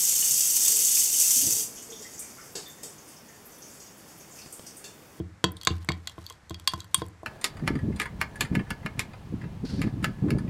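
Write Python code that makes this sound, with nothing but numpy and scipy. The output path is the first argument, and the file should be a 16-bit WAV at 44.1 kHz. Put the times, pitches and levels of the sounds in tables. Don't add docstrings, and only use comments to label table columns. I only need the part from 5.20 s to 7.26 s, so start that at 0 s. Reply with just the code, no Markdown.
import sys
import numpy as np
from scipy import signal
from scipy.fft import rfft, irfft, next_fast_len
from scipy.io import wavfile

SR = 44100
rng = np.random.default_rng(int(sys.argv[2]) if len(sys.argv) > 2 else 0)


def to_wav(s):
    ch = np.atleast_2d(s).T
    pcm = np.round(np.clip(ch, -1, 1) * 32767)
    wavfile.write(sys.argv[1], SR, pcm.astype(np.int16))


N = 90801
t = np.arange(round(.3 * SR)) / SR

# f/Hz, level/dB
ROOM_TONE_EQ = [(25, -23.5), (75, -0.5), (110, -6), (300, -20), (1900, -21.5), (2800, -31), (7650, -35.5),
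                (15500, -53)]
# f/Hz, t60/s
REVERB_DECAY = [(400, 0.35), (3000, 0.16), (7000, 0.14), (14000, 0.091)]
# f/Hz, level/dB
REVERB_EQ = [(200, -5.5), (1200, -13), (5000, -11), (14000, -25)]
# f/Hz, level/dB
MIC_EQ = [(12000, 0), (15500, -2.5)]
# f/Hz, level/dB, t60/s
TABLE_MODES = [(84.1, 1.5, .5), (99.7, -7, 0.83), (170.7, -20.5, 0.82), (198.6, -16.5, 0.45)]
# f/Hz, level/dB, t60/s
BASE_MODES = [(183.8, 2, 0.065), (331.6, 3, 0.054), (463, -1, 0.03), (650, -4, 0.05), (745, -9.5, 0.027)]
# f/Hz, level/dB, t60/s
GLASS_MODES = [(1046, 0.5, 0.025), (1495, -7.5, 0.012), (2043, -10, 0.023), (2830, -16.5, 0.075),
               (3673, 3, 0.0092), (4492, 1, 0.006), (6290, -8.5, 0.011), (7560, -1, 0.005)]
# delay/s, gain
REFLECTIONS = [(.001, 0.27), (.0024, 0.13)]
# f/Hz, level/dB
GRIT_EQ = [(500, -26), (1000, 9), (2200, 2.5), (3900, 5.5), (14000, -7)]
# t/s, level/dB
SCRAPE_FADER = [(.3, -22), (.45, 5), (0.8, -7.5), (1.1, 4.5), (1.25, -29), (1.55, 10), (1.7, -10),
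                (1.79, 11), (1.95, -27)]
TICK_EDGES = [800, 2900, 6500, 15500]
KNOCK_EDGES = [130, 250, 850, 1400, 5000, 15500]
CLINK_EDGES = [130, 850, 1300, 1800, 2900, 5000, 9500, 15500]
# t/s, level/dB per band
TICK_CUES = [(0.319, -85, -89, -50), (.413, -58, -46.5, -58.5), (0.433, -57, -48, -53),
             (0.45, -60, -43, -43.5), (0.6468, -58.5, -67.5, -55.5), (0.7191, -47, -41.5, -51.5),
             (0.896, -57, -54, -56.5), (1.0647, -76, -44, -54.5), (1.0995, -57.5, -48.5, -51.5),
             (1.1243, -77, -59, -60), (1.296, -71, -51.5, -52.5), (1.3439, -54, -44.5, -59),
             (1.3979, -60.5, -56, -56.5), (1.6038, -72, -44, -50.5), (1.6442, -56.5, -61, -60.5),
             (1.864, -91, -68, -60.5), (1.884, -80, -76, -61)]
# t/s, level/dB per band
KNOCK_CUES = [(.001, -36.5, -34, -57.5, -58, -83), (0.505, -34, -36, -97, -44, -81),
              (0.703, -40, -37.5, -36.5, -50, -72), (0.981, -49, -45.5, -48.5, -57.5, -95),
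              (1.106, -92, -55.5, -49, -55, -72), (1.3075, -43.5, -40.5, -46, -48, -57.5),
              (1.536, -41.5, -43, -33.5, -42, -47), (1.577, -55, -52, -68.5, -78, -65),
              (1.777, -42, -54.5, -62, -57, -51), (1.819, -41.5, -35, -37.5, -44.5, -59),
              (2.032, -57, -43, -51, -74.5, -68)]
# t/s, level/dB per band
CLINK_CUES = [(0.2412, -25, -28, -31.5, -34, -25, -32.5, -45.5),
              (.368, -80, -70, -87, -77, -50.5, -54.5, -65),
              (.4720, -32.5, -26, -30, -29.5, -24.5, -29, -46.5),
              (0.6886, -29, -38.5, -38, -29, -33.5, -41.5, -53.5),
              (0.8730, -57.5, -55, -51, -45.5, -37.5, -42, -51.5),
              (1.4754, -51.5, -32, -39.5, -33, -23, -30.5, -36.5),
              (1.7445, -47, -32, -41.5, -38.5, -27, -21.5, -33)]
# damped mode f/Hz, level/dB; lingering mode f/Hz, level/dB; rim level/dB
CLINK_SPOTS = [(4581, 0, 2654, -11, 4), (8970, 8, 8970, -3, -5), (3800, 9, 4560, -11, -16),
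               (2180, 13, 2314, -6, -12), (3980, 2, 3460, -11, -3), (4470, 10, 9030, -17, 3),
               (8900, 5, 9040, -11, 0)]


def amp(db):
    return 10 ** (np.asarray(db) / 20)


def unit_rms(x):
    return x / np.sqrt(np.mean(x ** 2) + 1e-20)


def curve_at(points, hz):
    f, value = np.transpose(points)
    return np.interp(np.log(hz + 1), np.log(f + 1), value)


def add(mix, start_s, sound):
    part = mix[max(round(start_s * SR), 0):][:len(sound)]
    part += sound[:len(part)]


def eq(x, points):
    n = 2 * next_fast_len(len(x))
    cepstrum = irfft(np.log(amp(curve_at(points, np.fft.rfftfreq(n, 1 / SR)))), n)
    cepstrum[1:n // 2] *= 2
    cepstrum[n // 2 + 1:] = 0
    return irfft(rfft(x, n) * np.exp(rfft(cepstrum)), n)[:len(x)]


def voice(x, edges, levels_db, low_cut_hz):
    x = signal.sosfilt(signal.butter(3, low_cut_hz, "high", fs=SR, output="sos"), x)
    edges = np.array(edges, float)
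    centres = np.sqrt(edges[1:] * edges[:-1])
    bins = (edges * len(x) / SR).astype(int)
    for _ in range(3):
        energy = np.add.reduceat(abs(rfft(x)) ** 2, bins)[:-1] * 2 / len(x)
        band_db = 10 * np.log10(energy / (.02 * SR) + 1e-20)
        x = eq(x, np.c_[centres, np.array(levels_db) - band_db])
    return x


def ring(modes, scatter_db=1.5):
    gains = amp(scatter_db * rng.standard_normal(len(modes)))
    return sum(gain * amp(db - 60 * t / t60) * np.sin(2 * np.pi * hz * t)
               for gain, (hz, db, t60) in zip(gains, modes))


def jar_modes(rim_db, rim_hz=3300, rim_t60=.066):
    return GLASS_MODES + [(rim_hz, rim_db, rim_t60)]


def strike(modes, crack_db, crack_t60, crack_rise_s=.00021, hump_width=.045):
    direct = ring(modes)
    body = direct.copy()
    for delay, gain in REFLECTIONS:
        add(body, delay, gain * direct)
    grid_hz = np.geomspace(50, 16000, 500)
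    humps = sum(amp(db) / (1 + ((grid_hz / hz - 1) / hump_width) ** 2) for hz, db, _ in modes)
    crack_eq = np.c_[grid_hz, 20 * np.log10(humps + amp(-14))]
    envelope = (1 - np.exp(-t / crack_rise_s)) * amp(crack_db - 60 * t / crack_t60)
    return body + eq(envelope * rng.standard_normal(len(t)), crack_eq)


def room_tone():
    return amp(-56) * unit_rms(eq(rng.standard_normal(N), ROOM_TONE_EQ))


def kitchen_reverb(x):
    hz, time, noise = signal.stft(rng.standard_normal(SR // 2), SR, nperseg=256)
    t60 = curve_at(REVERB_DECAY, hz)[:, None]
    tail = signal.istft(noise * amp(-60 * time / t60) / np.sqrt(t60), SR, nperseg=256)[1]
    tail *= np.minimum(np.arange(len(tail)) / SR / .001, 1)
    return signal.fftconvolve(x, eq(tail / np.linalg.norm(tail), REVERB_EQ))[:N]


def table_boom(rise_s=.0039, fade_s=.21, clink_send_db=-6, knock_send_db=4.5):
    out = np.zeros(N)
    envelope = (1 - np.exp(-t / rise_s)) * np.exp(-(t / fade_s) ** 6)
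    for cues, send_db in (CLINK_CUES, clink_send_db), (KNOCK_CUES, knock_send_db):
        for start_s, low_db, *_ in cues:
            add(out, start_s, amp(low_db + send_db) * envelope * ring(TABLE_MODES))
    return out


def paste_grit(level_db=-60.5, grains_per_s=330, spread_db=2.5, grain_s=.0016):
    onsets = rng.random(N) < grains_per_s / SR
    sizes = amp(spread_db * np.minimum(rng.exponential(1, N), 4))
    envelope = signal.oaconvolve(onsets * sizes, t * np.exp(-t / grain_s))[:N]
    puffs = envelope * rng.standard_normal(N)
    scrape_db = np.interp(np.arange(N) / SR, *np.transpose(SCRAPE_FADER))
    return amp(level_db + scrape_db) * unit_rms(eq(puffs, GRIT_EQ))


def spoon_ticks():
    out = np.zeros(N)
    for start_s, *levels in TICK_CUES:
        hit = strike(jar_modes(rim_db=2), crack_db=26.5, crack_t60=.0081)
        add(out, start_s, voice(hit, TICK_EDGES, levels, low_cut_hz=815))
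    return out


def jar_knocks():
    out = np.zeros(N)
    for start_s, *levels in KNOCK_CUES:
        hit = strike(jar_modes(rim_db=-1) + BASE_MODES, crack_db=18, crack_t60=.016)
        add(out, start_s, voice(hit, KNOCK_EDGES, levels, low_cut_hz=86))
    return out


def spoon_clinks(damped_t60=.018, linger_t60=.13):
    out = np.zeros(N)
    for (start_s, *levels), spot in zip(CLINK_CUES, CLINK_SPOTS):
        damped_hz, damped_db, linger_hz, linger_db, rim_db = spot
        spot_modes = [(damped_hz, damped_db, damped_t60), (linger_hz, linger_db, linger_t60)]
        hit = strike(jar_modes(rim_db) + BASE_MODES + spot_modes, crack_db=20, crack_t60=.019)
        add(out, start_s, voice(hit, CLINK_EDGES, levels, low_cut_hz=128))
    return out


def scene():
    stirring = spoon_clinks() + jar_knocks() + spoon_ticks() + paste_grit()
    return (stirring + kitchen_reverb(stirring) + table_boom() + room_tone())[None]


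def record(dry):
    high_cut = signal.firwin(255, 15350, window=("kaiser", 8), fs=SR)
    return signal.oaconvolve(eq(dry[0], MIC_EQ), high_cut, "same")[None]


dry = scene()
out = record(dry)
to_wav(out)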